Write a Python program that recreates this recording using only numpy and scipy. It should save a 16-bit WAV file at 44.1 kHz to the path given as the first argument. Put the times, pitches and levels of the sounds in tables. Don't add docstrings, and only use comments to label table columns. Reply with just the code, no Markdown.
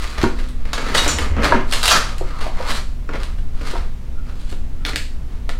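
import sys
import numpy as np
from scipy import signal
from scipy.fft import rfft, irfft
from scipy.io import wavfile
from scipy.ndimage import uniform_filter1d

SR = 44100
rng = np.random.default_rng(int(sys.argv[2]) if len(sys.argv) > 2 else 0)


def digitize_waveform(pressure):
    field = np.atleast_2d(pressure).T
    bounded = np.clip(field, -1, 1)
    quanta = np.round(bounded * 32767).astype(np.int16)
    wavfile.write(sys.argv[1], SR, quanta)


N = 246678
TIME = np.arange(N) / SR
FREQ = np.maximum(np.arange(N // 2 + 1) * SR / N, 1e-3)


def undb(db):
    return 10 ** (np.asarray(db) / 20)


def unit(x):
    return x / np.sqrt(np.mean(x ** 2) + 1e-30)


def blow(x):
    return x * np.sqrt(.0025 * SR / (np.sum(x ** 2) + 1e-30))


def add(track, start_s, x):
    i = int(start_s * SR)
    track[i:i + len(x)] += x[:N - i]


def on_log(points, hz):
    point_hz, value = np.transpose(points)
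    return np.interp(np.log(hz), np.log(point_hz), value)


def follow(curve):
    times_s, *columns = np.transpose(curve)
    gate = (TIME > times_s[0]) & (TIME < times_s[-1])
    return [np.interp(TIME, times_s, column) for column in columns] + [gate]


def walk(rate_hz):
    hold = int(SR / rate_hz)
    steps = np.repeat(rng.standard_normal(N // hold + 1), hold)
    return unit(uniform_filter1d(uniform_filter1d(steps, hold), hold))[:N]


def uneven(spread_db, max_sigma=2):
    return undb(spread_db * np.clip(rng.standard_normal(N), -2, max_sigma))


def stroke(peak_s, length_s, rise_share=0.48, shape=1.48):
    side_s = length_s * np.where(TIME < peak_s, rise_share, 1 - rise_share)
    return np.exp(-np.minimum(np.abs((TIME - peak_s) / side_s) ** shape, 20))


def resonance(hz, width_hz):
    phase = 2 * np.pi * np.cumsum(hz * np.ones(N)) / SR
    return unit(walk(2 * width_hz) * np.cos(phase) + walk(2 * width_hz) * np.sin(phase))


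def registers(colour):
    edges_hz = [700, 2500, 6500]
    below = [1 / (1 + (FREQ / edge) ** 8) for edge in edges_hz]
    shares = [below[0], (1 - below[0]) * below[1], (1 - below[1]) * below[2], 1 - below[2]]
    gain = undb(on_log(colour, FREQ)) / (1 + (130 / FREQ) ** 2)
    spectra = []
    for share in shares:
        cepstrum = irfft(np.log(unit(gain * np.sqrt(share)) + 1e-4), N)
        cepstrum[1:N // 2] *= 2
        cepstrum[N // 2 + 1:] = 0
        spectra.append(np.exp(rfft(cepstrum)))
    return spectra


def tilted(balance_db, db_per_octave):
    offsets = [-2, 0, 2, 3]
    return undb(np.array(balance_db) + db_per_octave * np.array(offsets))


def strikes(events, modes, grit, grit_s, detune=.01):
    out, t = np.zeros(N), TIME[:SR // 2]
    for start_s, db, centre_hz, spread_octaves in events:
        ring = 0
        for hz, mode_db, t60_s in modes:
            weight = undb(mode_db) * np.exp(-.5 * (np.log2(hz / centre_hz) / spread_octaves) ** 2)
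            pitch_hz = hz * (1 + detune * rng.standard_normal())
            decay = np.exp(-np.log(1000) * t / t60_s)
            ring = ring + rng.choice([-1, 1]) * weight * np.sin(2 * np.pi * pitch_hz * t) * decay
        force = grit * rng.standard_normal(len(t)) * np.exp(-t / grit_s)
        force[0] += 1
        add(out, start_s, undb(db) * blow(signal.fftconvolve(force, ring)))
    return out


def ventilation(air_db=-18, waver_db=3.0, drift_hz=2.71):
    # (frequency [Hz], relative level [dB])
    air_colour = [(4, -5.5), (10, 1.5), (24, -2), (43, -14.5), (68, -14), (95, -31.5), (170, -31),
                  (270, -37.5), (400, -44), (700, -49), (1400, -54), (2200, -56.5), (4500, -62.5),
                  (16000, -74.5)]
    # (frequency [Hz], level [dB])
    fan_tones = [(118.4, -44.5), (242.2, -50), (888, -69)]
    air = unit(irfft(rfft(rng.standard_normal(N)) * undb(on_log(air_colour, FREQ)), N))
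    fan = 0
    for hz, db in fan_tones:
        gain = undb(db + waver_db * walk(9))
        phase = 2 * np.pi * np.cumsum(hz + drift_hz * walk(14)) / SR
        fan = fan + gain * unit(np.sin(phase))
    return undb(air_db) * air + fan


def rubbing(slips_per_s=5000, slip_waver_db=1.9, crinkles_per_s=45, crinkle_db=-9):
    # (peak time [s], length [s], level [dB], tilt [dB/octave])
    rubs = [(0.043, 0.2, -36, 1.6), (0.223, 0.11, -28.5, -.4), (0.418, 0.14, -42.5, 0.5),
            (0.9, 0.3, -30.5, -0.3), (0.978, 0.042, -20, 2.5), (1.07, 0.12, -25, 1.5),
            (1.212, 0.082, -30, 0.1), (1.17, 0.71, -38.5, -4), (1.40, 0.091, -31, -5.5),
            (1.459, 0.063, -21, -1), (1.538, 0.11, -23.5, -4), (1.775, .13, -32, 2.5),
            (1.959, 0.056, -21, 0), (2.075, 0.15, -37.5, -0.3), (2.277, 0.19, -42.5, -.5),
            (2.427, 0.11, -35, .3), (2.635, 0.21, -35.5, -0.5), (2.705, 0.048, -23.5, 2),
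            (2.768, 0.054, -30, 2), (3.144, 0.058, -35, -2.5), (3.214, .17, -40.5, -0.4),
            (3.68, 0.15, -34.5, 0.9), (3.769, 0.14, -39.5, -0.5), (4.297, 0.06, -45, -0.5),
            (4.413, 0.1, -52, 3), (4.505, .06, -48.5, 3.5), (4.89, .04, -33.5, 1.5), (5.34, 0.11, -52.5, 0)]
    # (frequency [Hz], relative level [dB])
    colour = [(100, 8), (350, 4), (750, -3.5), (1200, 2), (2200, -2), (4300, 0.5), (5300, -4.5),
              (7500, -7.5), (11000, -18.5), (16000, -33)]
    balance_db = [-5, 0.5, -2.5, -11]
    power = np.zeros((4, N))
    for peak_s, length_s, db, tilt in rubs:
        gains = undb(db) * tilted(balance_db, tilt)
        power += gains[:, None] ** 2 * stroke(peak_s, length_s) ** 2
    slips = (rng.random(N) < slips_per_s / SR) * rng.standard_normal(N) * uneven(spread_db=0.5)
    slips = rfft(unit(slips * undb(slip_waver_db * walk(220))))
    crinkles = rfft(unit((rng.random(N) < crinkles_per_s / SR) * uneven(spread_db=3)))
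    bands = zip(np.sqrt(power), tilted(crinkle_db, db_per_octave=1.26), registers(colour))
    return sum(swell * irfft((slips + crisp * crinkles) * band, N) for swell, crisp, band in bands)


def clicks(scrape=0.25, grain_db=4, clean_tick_ms=1.3):
    # (time [s], level [dB], tilt [dB/octave], chatter decay [ms])
    contacts = [(.042, -26, 0.5, 0.96), (0.182, -25, -0.7, 2.6), (.230, -22.5, 1.2, 1.9),
                (0.388, -28, -1, 11), (.487, -41.5, 3.5, 10), (.654, -32, -1.5, 2.8), (.732, -17, 1.3, 5.5),
                (.779, -19, -1.5, 7), (.948, -9, 0, 5.5), (1.061, -15, -3, 6.2), (1.079, -32, 7.5, 11),
                (1.186, -16.5, 0, 3), (1.366, -26, -3.5, 2.4), (1.432, -16, -1.5, 7),
                (1.444, -11.5, -0.5, 9), (1.712, -29, 3, 2), (1.724, -15.5, 2.15, 5.5),
                (1.736, -17.5, 2.5, 2.3), (1.831, -24.5, 4.5, 3.3), (1.856, -16.5, 4, 5.4),
                (1.879, -10.5, 3, 5.2), (2.182, -40, 5.5, 3), (2.410, -27, 0.5, 10),
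                (3.091, -27.5, -4.5, 2.7), (3.135, -28, -2.8, 2.6), (3.2336, -30.5, 2, 0.55),
                (3.383, -41.5, 0.5, 8), (3.611, -31, -4.5, 3), (4.526, -35, 0.5, 3.2), (4.851, -22, 0, 1.6),
                (4.863, -23.5, 0.9, 3), (4.933, -25.5, -2.5, 2), (4.9595, -18.5, 2.5, 0.77),
                (5.493, -24, 0.2, 0.56)]
    # (frequency [Hz], relative level [dB])
    colour = [(100, -13), (250, 3.5), (800, -2), (1400, 4.5), (2200, 2), (4200, -1.5), (5300, -6.5),
              (7500, -5), (11000, -15.5), (16000, -31)]
    balance_db = [-7, 0.5, -1, -9]
    out, t = np.zeros(N), TIME[:4096]
    responses = [irfft(band, N)[:len(t)] for band in registers(colour)]
    for start_s, db, tilt, decay_ms in contacts:
        chatter = rng.standard_normal(len(t)) * undb(grain_db * rng.standard_normal(len(t)))
        roughness = scrape / (1 + (clean_tick_ms / decay_ms) ** 2)
        force = roughness * chatter * np.exp(-t / (decay_ms / 1000))
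        force[0] += 1
        for response, gain in zip(responses, tilted(balance_db, tilt)):
            add(out, start_s, undb(db) * gain * blow(signal.fftconvolve(force, response)))
    return out


def cabinet_boom():
    # (time [s], level [dB], centre [Hz], spread [octaves])
    blows = [(.2335, -6.5, 70, 1.2)]
    # (frequency [Hz], relative level [dB], t60 [s])
    modes = [(48, -4, 0.25), (73, 1.5, 0.18), (121, 2, 0.15)]
    return strikes(blows, modes, grit=.01, grit_s=.005)


def knocks():
    # (time [s], level [dB], centre [Hz], spread [octaves])
    blows = [(0.2339, -3, 333, .32), (.241, -10.5, 1080, 0.59), (.263, -15, 340, 0.26),
             (1.522, -2, 1070, 0.53), (1.527, -10.5, 750, .7), (1.546, -6.5, 253, .17),
             (1.945, -23.5, 200, 1.1), (2.2099, -16.5, 523, 0.41), (2.4652, -18.5, 680, 0.68),
             (2.6017, -18.5, 610, 0.38), (3.092, -24, 1290, 0.45), (3.147, -22.5, 580, 0.34),
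             (3.735, -19.5, 650, 0.74), (3.754, -20.5, 820, 0.49), (4.5255, -27.5, 420, .8),
             (5.490, -26.5, 760, 0.55)]
    # (frequency [Hz], relative level [dB], t60 [s])
    modes = [(166, 6, 0.069), (247, 4, 0.082), (324, 2.5, 0.057), (371.4, 6, 0.043), (474, 1.5, 0.026),
             (542, 4, 0.021), (689, -0.5, 0.04), (720, 0.5, 0.019), (940, -0.5, 0.039), (1065, -2, 0.026),
             (1350, -15, 0.024), (1374, 2, 0.025), (1700, -6.5, 0.049), (2200, 3, 0.014), (2750, -1, .02)]
    return strikes(blows, modes, grit=0.077, grit_s=0.0029, detune=0.0056)


def stool(floor_hz=62, width_hz=36):
    # (time [s], level [dB])
    roll = [(.9, -42), (1.05, -31), (1.18, -26.5), (1.29, -20), (1.41, -16), (1.5, -27.5), (1.6, -35),
            (1.7, -42)]
    db, rolling = follow(roll)
    return rolling * undb(db) * resonance(floor_hz, width_hz)


def pull_jingles():
    # (time [s], level [dB], centre [Hz], spread [octaves])
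    blows = [(.950, -23, 3500, 0.74), (.977, -10.5, 3750, 0.69), (.986, -18, 4200, 0.96),
             (1.079, -15.5, 5770, 0.42), (1.091, -16, 6460, 0.38), (1.115, -22, 6200, 0.83)]
    # (frequency [Hz], relative level [dB], t60 [s])
    modes = [(2886, 4.5, 0.09), (3250, -5, .04), (3800, -5, .24), (3797, 3.5, 0.15), (3930, -11, .1),
             (4440, 4, 0.03), (4500, 3, 0.047), (5550, -5, 0.21), (5620, -4, .16), (6000, 8, 0.02),
             (6310, 7, 0.038), (6680, 4, 0.028), (6800, 0, 0.043), (7100, 5, 0.036), (7120, 6, 0.035),
             (8040, 5, 0.044)]
    return strikes(blows, modes, grit=.08, grit_s=0.0039, detune=0.0012)


def zipper(jitter=.4, body_db=-11, sheen_db=-8, scrape=1.3, tooth_s=0.001):
    # (time [s], tooth rate [1/s], level [dB], treble gain [dB])
    run = [(1.82, 149, -49, 5), (1.833, 265, -19.5, 4), (1.85, 304, -28.5, 4.5), (1.88, 413, -30.5, 7),
           (1.915, 514, -17, 0.5), (1.945, 460, -20, -9), (1.965, 290, -19.5, -3.5), (1.989, 220, -45, -5)]
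    # (frequency [Hz], relative level [dB])
    colour = [(100, -36), (500, -6), (780, -1.5), (1300, 10), (2300, -1), (3900, 1.5), (5300, -2),
              (7500, -0.5), (11000, -9.5), (16000, -24)]
    teeth_per_s, db, treble_db, running = follow(run)
    teeth_passed = np.cumsum(teeth_per_s * np.exp(jitter * walk(300))) / SR
    ticks = np.diff(np.floor(teeth_passed), prepend=0)
    ticks *= uneven(spread_db=2.5, max_sigma=1) / np.sqrt(teeth_per_s)
    rasp = signal.lfilter([1], [1, -np.exp(-1 / (tooth_s * SR))], ticks) * rng.standard_normal(N)
    force = rfft(unit(unit(ticks) + scrape * unit(rasp)))
    bands = zip(registers(colour), (body_db, 0, treble_db, treble_db + sheen_db))
    return running * sum(undb(db + band_db) * irfft(force * band, N) for band, band_db in bands)


def card_drag(width_hz=280):
    # (time [s], resonance [Hz], level [dB])
    slide = [(2.12, 1240, -49), (2.31, 1228, -44.5), (2.46, 880, -36), (2.57, 850, -43), (2.62, 970, -39),
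             (2.70, 1000, -31), (2.80, 900, -56)]
    hz, db, sliding = follow(slide)
    return sliding * undb(db) * resonance(hz, width_hz)


def card_squeaks(pitch_hz=1370, width_hz=130):
    # (peak time [s], length [s], level [dB])
    squeaks = [(4.19, .07, -51), (4.31, .09, -56), (4.823, 0.055, -53), (4.891, .04, -33)]
    swell = sum(undb(db) * stroke(peak_s, length_s) for peak_s, length_s, db in squeaks)
    return swell * resonance(pitch_hz, width_hz)


def card_snaps():
    # (time [s], level [dB], centre [Hz], spread [octaves])
    blows = [(4.851, -18, 3400, 0.44), (4.8625, -26, 3500, 0.64), (4.9597, -23, 2100, 0.53),
             (5.493, -27, 1490, 0.42)]
    # (frequency [Hz], relative level [dB], t60 [s])
    modes = [(1290, -11, 0.048), (1460, -9, 0.03), (1720, -2.5, 0.03), (1970, -2, 0.013),
             (2530, 7.5, 0.0071), (3220, -11, .01), (3560, 6, 0.0096), (4220, 5.5, 0.0094)]
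    return strikes(blows, modes, grit=0.052, grit_s=0.0012, detune=.005)


def room(x, wet_db):
    # (frequency [Hz], t60 [s])
    decay_times = [(120, 0.4), (300, 0.39), (1000, 0.36), (3000, 0.32), (6000, 0.48), (10000, 0.35),
                   (16000, 0.22)]
    t = TIME[:int(.7 * SR)]
    hz = np.maximum(np.fft.rfftfreq(len(t), 1 / SR), 1)
    centres_hz = np.geomspace(120, 16000, num=8)
    echoes = rng.standard_normal(len(t))
    early_db = 3.7 * np.exp(-t / 0.0094) * (rng.standard_normal(len(t)) + 1)
    spectrum = rfft(echoes * undb(early_db))
    tail = 0
    for centre_hz, pick in zip(centres_hz, np.eye(len(centres_hz))):
        band = irfft(spectrum * np.interp(np.log(hz), np.log(centres_hz), pick), len(t))
        tail = tail + band * np.exp(-np.log(1000) * t / on_log(decay_times, centre_hz))
    tail *= np.clip((t - .002) / 0.0021, 0, 1)
    return x + undb(wet_db) * signal.fftconvolve(x, tail / np.linalg.norm(tail))[:N]


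def scene():
    contacts = room(clicks() + card_snaps(), wet_db=-0.5)
    thuds = room(knocks(), wet_db=-4)
    pull = room(pull_jingles(), wet_db=0)
    friction = room(rubbing() + card_drag() + card_squeaks(), wet_db=-3)
    unzipping = room(zipper(), wet_db=2)
    rumble = stool() + cabinet_boom()
    return (contacts + thuds + pull + friction + unzipping + rumble + ventilation())[None]


def record(dry):
    ceiling, top_hz = .95, 16100
    rounded = dry / (1 + (dry / ceiling) ** 6) ** (1 / 6)
    return signal.sosfilt(signal.ellip(10, .2, 80, top_hz, fs=SR, output="sos"), rounded)


dry = scene()
out = record(dry)
digitize_waveform(out)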